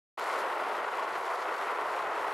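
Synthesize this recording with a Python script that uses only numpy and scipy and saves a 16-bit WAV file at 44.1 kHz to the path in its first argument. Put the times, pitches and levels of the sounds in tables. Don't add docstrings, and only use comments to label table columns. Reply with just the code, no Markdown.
import sys
import numpy as np
from scipy import signal
from scipy.fft import rfft, irfft
from scipy.io import wavfile
from scipy.ndimage import uniform_filter1d

SR = 44100
rng = np.random.default_rng(int(sys.argv[2]) if len(sys.argv) > 2 else 0)


def digitize_waveform(pressure):
    field = np.atleast_2d(pressure).T
    bounded = np.clip(field, -1, 1)
    quanta = np.round(bounded * 32767).astype(np.int16)
    wavfile.write(sys.argv[1], SR, quanta)


def convert_level_to_amplitude(level_db):
    exponent = np.asarray(level_db, float) / 20
    return 10 ** exponent


N = 102753


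def rms_one(x):
    return x / np.sqrt(np.mean(x ** 2) + 1e-20)


def in_time(rows):
    return np.interp(np.arange(N) / SR, *np.transpose(rows))


def at_hz(points, hz):
    p = np.array(points)
    return np.interp(np.log(np.maximum(hz, 1)), np.log(p[:, 0]), p[:, 1])


def colour(x, gain):
    return irfft(rfft(x) * gain(np.arange(N // 2 + 1) * SR / N), N)


def drift(rate_hz):
    step, settle = 40, 2000
    r = np.exp(-2 * np.pi * rate_hz * step / SR)
    noise = rng.standard_normal(N // step + settle + 2)
    slow = signal.lfilter([1], [1, -2 * r, r * r], noise)[settle:]
    return np.interp(np.arange(N) / step, np.arange(len(slow)), rms_one(slow - slow.mean()))


def flutter(rate_hz):
    x = drift(rate_hz)
    return rms_one(x - uniform_filter1d(x, size=SR // 14))


def grains(per_s, spread_db):
    size = convert_level_to_amplitude(spread_db * np.minimum(rng.exponential(1, N), 5))
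    sign = rng.choice([-1, 1], N)
    return size * sign * (rng.random(N) < per_s / SR)


def struck(rows):
    clicks = np.zeros(N)
    s, db = np.transpose(rows)
    clicks[(s * SR).astype(int)] = convert_level_to_amplitude(db)
    return clicks


def resonate(force, modes, patchy_db, tilt=0, bend=0):
    out = 0
    for k, (hz, width_hz, db) in enumerate(modes):
        r = np.exp(-np.pi * width_hz / SR)
        b = (1 - r * r) / 2 * np.array([1, 0, -1])
        a = [1, -2 * r * np.cos(2 * np.pi * hz / SR), r * r]
        octaves = np.log2(hz / 900)
        level_db = db + patchy_db * drift(6.0) + tilt * octaves + bend * octaves ** 2
        out = out + (-1) ** k * convert_level_to_amplitude(level_db) * signal.lfilter(b, a, force)
    return out


# frequency in Hz, level in dB per Hz.
WIND_COLOUR = [(30, -4), (75, -3), (113, -1), (240, 2), (330, -18.5)]
# time in seconds, level in dB.
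GUSTS = [(.19, -70.5), (.31, -75), (.34, -98), (.42, -76), (.56, -79), (.6, -78.5), (.79, -73.5),
         (1.03, -80), (1.12, -71.5), (1.24, -74), (1.36, -78.5), (1.5, -78.5), (1.61, -83), (1.65, -73),
         (1.75, -78), (1.86, -72), (2.15, -74.5), (2.32, -73)]


def wind():
    def low(hz):
        return convert_level_to_amplitude(at_hz(WIND_COLOUR, hz)) / (1 + (hz / 500.0) ** 4) / (1 + (20 / (hz + 1)) ** 2)

    each = np.array([colour(rng.standard_normal(N), low) * convert_level_to_amplitude(2.2 * drift(5.4)) for _ in range(2)])
    each = each + 0.13 * each[::-1]
    return convert_level_to_amplitude(6 + in_time(GUSTS)) * rms_one(each)


# delay in seconds, level in dB.
ECHOES = [
    (.09, -2.5),
]
# frequency in Hz, level in dB.
WALL_COLOUR = [(200, -29), (360, -16), (650, -21), (1190, -13.5), (2160, -10.5), (3500, -7), (5000, -20),
               (12000, -16)]
# time in seconds, level in dB.
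NEAR_WALL = [(.19, -2), (.3, 0), (.36, 3), (.42, -1), (.45, 7), (.52, -2), (.54, -20), (2.33, -12)]


def walls(board):
    def treble_part(hz):
        return 1 / (1 + (4300.0 / (hz + 1)) ** 8)

    wet = sum(convert_level_to_amplitude(db) * np.roll(board, int(s * SR)) for s, db in ECHOES)
    body = colour(wet, lambda hz: convert_level_to_amplitude(at_hz(WALL_COLOUR, hz)) * (1 - treble_part(hz)))
    treble = colour(wet, lambda hz: convert_level_to_amplitude(at_hz(WALL_COLOUR, hz)) * treble_part(hz))
    return body + convert_level_to_amplitude(in_time(NEAR_WALL)) * treble


# time in seconds, peak in dB.
CRACKS = [(0.1965, -36), (0.242, -34), (0.284, -41), (0.293, -39), (0.343, -42), (0.389, -36), (0.406, -38),
          (0.413, -39), (0.995, -42), (1.182, -39), (1.238, -43), (1.351, -43), (1.43, -44), (1.549, -44),
          (1.584, -43), (1.612, -42), (1.675, -43), (2.21, -42), (2.28, -43)]


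def crack_force():
    t60_s, level_db = 0.008, -3
    decay = convert_level_to_amplitude(-60 / (t60_s * SR))
    envelope = signal.lfilter([1], [1, -decay], struck(CRACKS) * convert_level_to_amplitude(level_db))
    return envelope * rng.standard_normal(N)


# frequency in Hz, level in dB per Hz.
HISS_COLOUR = [(3000, 2.5), (5100, -9.5), (6000, -13.5), (9000, -16.5), (12800, -16.5)]
# time in seconds, level in dB.
ROUGH = [(.19, -56.5), (.34, -53.5), (.42, -54.5), (.435, -60), (.55, -58), (.6, -59), (.75, -57.5),
         (.85, -62.5), (.98, -57.5), (1.06, -61), (1.17, -58), (1.22, -60), (1.36, -59), (1.47, -59.5),
         (1.64, -57.5), (1.78, -60), (1.95, -58), (2.11, -63.5), (2.22, -58.5)]


def hiss_and_ticks(bump, cracks):
    def bright(hz):
        return convert_level_to_amplitude(at_hz(HISS_COLOUR, hz)) / (1 + (3610.0 / (hz + 1)) ** 6)

    rattle_share = 0.063
    rattle = rattle_share * rms_one(grains(per_s=26000, spread_db=3.2))
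    bearings = np.sqrt(1 - rattle_share ** 2) * rng.standard_normal(N)
    hiss = colour((rattle + bearings) * convert_level_to_amplitude(0.35 * bump + 1.1 * flutter(48.0)), bright)
    gain = 1 / np.sqrt(np.mean(hiss ** 2))
    ticks = gain * colour(cracks, bright)
    return convert_level_to_amplitude(in_time(ROUGH) + 4.0) * gain * hiss + ticks


# frequency in Hz, width in Hz, level in dB.
TRUCKS = [
    (4260, 720, 4.5),
    (7350, 970, -2.5),
]
# time in seconds, level in dB.
CHATTER = [(.19, -56.5), (.41, -57), (.44, -84), (.73, -66), (.97, -64), (.99, -58), (1.12, -68),
           (1.15, -57), (1.185, -61), (1.21, -70), (1.24, -60), (1.41, -59.5), (1.43, -53), (1.46, -72),
           (1.55, -58), (1.83, -88), (1.95, -71), (2.08, -69)]


def truck_chatter():
    knocks = grains(per_s=2200.0, spread_db=4.7)
    return convert_level_to_amplitude(in_time(CHATTER)) * rms_one(resonate(knocks, TRUCKS, patchy_db=2.5))


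# time in seconds, peak in dB.
SLAPS = [(0.2423, -22.5), (0.2549, -22.8), (0.2653, -24.0), (0.2848, -23.6), (0.2937, -22.3),
         (0.3627, -23.4), (0.3957, -23.4), (0.4056, -22.4), (0.4206, -23.0), (0.4341, -22.7),
         (0.4535, -22.9), (0.4699, -23.2), (0.4784, -23.3), (0.6069, -23.6), (0.6428, -24.5),
         (0.6542, -24.0), (0.6884, -23.1), (0.7125, -23.9), (0.7721, -22.6), (0.782, -23.6),
         (0.8216, -23.5), (0.8464, -22.6), (0.8678, -23.7), (0.877, -22.8), (0.8893, -22.5),
         (0.9198, -23.0), (0.9784, -24.4), (1.0115, -24.0), (1.0626, -23.9), (1.0711, -22.7),
         (1.1075, -22.3), (1.1416, -23.4), (1.1822, -22.2), (1.2596, -23.7), (1.323, -23.8),
         (1.5064, -22.3), (1.5366, -23.0), (1.5493, -21.9), (1.6047, -23.4), (1.6201, -24.6),
         (1.6751, -22.6), (1.7511, -23.7), (1.8443, -24.0), (1.8782, -23.5), (1.8907, -23.0),
         (1.9127, -23.3), (2.0028, -22.3), (2.0297, -24.0), (2.0629, -22.7), (2.0807, -24.8),
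         (2.095, -22.9), (2.1411, -23.1), (2.1656, -24.1), (2.1749, -24.3), (2.2152, -22.6),
         (2.2396, -23.6), (2.2882, -23.9), (2.3296, -25.2)]


def slaps():
    swing_hz, swing_s, skip_s, skip_db = 1150, 0.00045, 0.001, -14
    t = np.arange(-200, 201) / SR
    swing = np.exp(-(t / swing_s) ** 2) * np.cos(2 * np.pi * swing_hz * t)
    clicks = struck(SLAPS)
    skip = np.convolve(clicks > 0, np.exp(-(t / skip_s) ** 2), "same")
    return np.convolve(clicks, swing, "same"), convert_level_to_amplitude(skip_db * np.minimum(skip, 1))


# frequency in Hz, width in Hz, level in dB.
DECK = [(395, 116.6, -5), (544, 164, -1.5), (663.5, 162, 0), (950, 260.5, -0.5), (1143, 136, 0.5),
        (1254, 89, -0.5), (1339, 154, -1), (1485, 177, -6), (1880, 280, -7), (2144, 1270, -14),
        (2990, 2300, -25.5)]
# time in seconds, tilt in dB per octave.
HARD = [(.19, 0.8), (.25, 1), (.33, 0), (.47, -0.5), (.5, 1), (.56, -1), (.62, -1), (.69, 0), (.76, -1),
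        (.94, 0.8), (1.04, -0.5), (1.16, 1.5), (1.2, -1), (1.28, 0), (1.42, 0), (1.6, 0.2), (1.75, -0.2),
        (2.3, -0.2)]
# time in seconds, bend in dB per octave
WEIGHT = [(.19, 1), (.25, 0), (.33, 0.5), (.48, 0), (.56, 0), (.63, 1), (.72, 0.5), (.85, 0.5), (.98, 1),
          (1.05, 0.5), (1.16, -0.5), (1.3, -1.5), (1.45, 0.5), (1.6, 0.5), (1.75, 0), (1.9, -0.5), (2.1, 0),
          (2.3, 0)]


def deck(force):
    body = resonate(force, DECK, patchy_db=0.23, tilt=in_time(HARD), bend=in_time(WEIGHT))
    return signal.sosfilt(signal.butter(4, 213, "high", fs=SR, output="sos"), body)


# time in seconds, level in dB.
ROLL = [(0.19, -35), (0.33, -31.5), (0.84, -33), (0.85, -23.5), (0.85, -36.5), (0.89, -32.5), (0.9, -37),
        (0.92, -34.5), (1.18, -33), (1.19, -36), (1.26, -32.5), (1.36, -32.5), (1.38, -34.5), (1.55, -32),
        (1.56, -36), (1.61, -32.5), (2.24, -32.5), (2.32, -32)]


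def rolling(bump, cracks):
    rough_db = in_time(ROUGH)
    grit = rms_one(grains(per_s=3500, spread_db=2.58)) * convert_level_to_amplitude(0.48 * bump)
    load = convert_level_to_amplitude(in_time(ROLL) + 0.032 * (rough_db - rough_db.mean()))
    slap, skip = slaps()
    force = grit * load + convert_level_to_amplitude(-8) * cracks
    return convert_level_to_amplitude(17) * skip * deck(force) + slap


def wheels():
    bump, cracks = flutter(50.0), crack_force()
    return rolling(bump, cracks) + hiss_and_ticks(bump, cracks) + truck_chatter()


# frequency in Hz, difference in dB.
LEAN = [(300, 0.4), (700, -0.25), (1500, 1.5), (2500, 2.5), (5000, -0.4)]


def scene():
    peak = 0.089
    board = peak * np.tanh(wheels() / peak)
    board = colour(board, lambda hz: 1 / (1 + (204 / (hz + 1)) ** 4))
    side = walls(board)
    left = colour(board, lambda hz: convert_level_to_amplitude(at_hz(LEAN, hz) / 2))
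    right = colour(board, lambda hz: convert_level_to_amplitude(-at_hz(LEAN, hz) / 2))
    return np.array([left + side, right - side]) + wind()


def band_limit(x):
    return signal.sosfilt(signal.butter(12, 13530, fs=SR, output="sos"), x)


def record(dry):
    start_s, fade_s, cutoff_hz = 0.1735, 0.013, 12760

    def top_cut(hz):
        return 1 / (1 + np.exp(np.clip((hz - cutoff_hz) / 25.0, -50, 50)))

    gate = np.clip((np.arange(N) / SR - start_s) / fade_s, 0, 1) ** 0.5
    mix = np.array([colour(channel, top_cut) for channel in dry]) * gate
    return band_limit(mix)


dry = scene()
out = record(dry)
digitize_waveform(out)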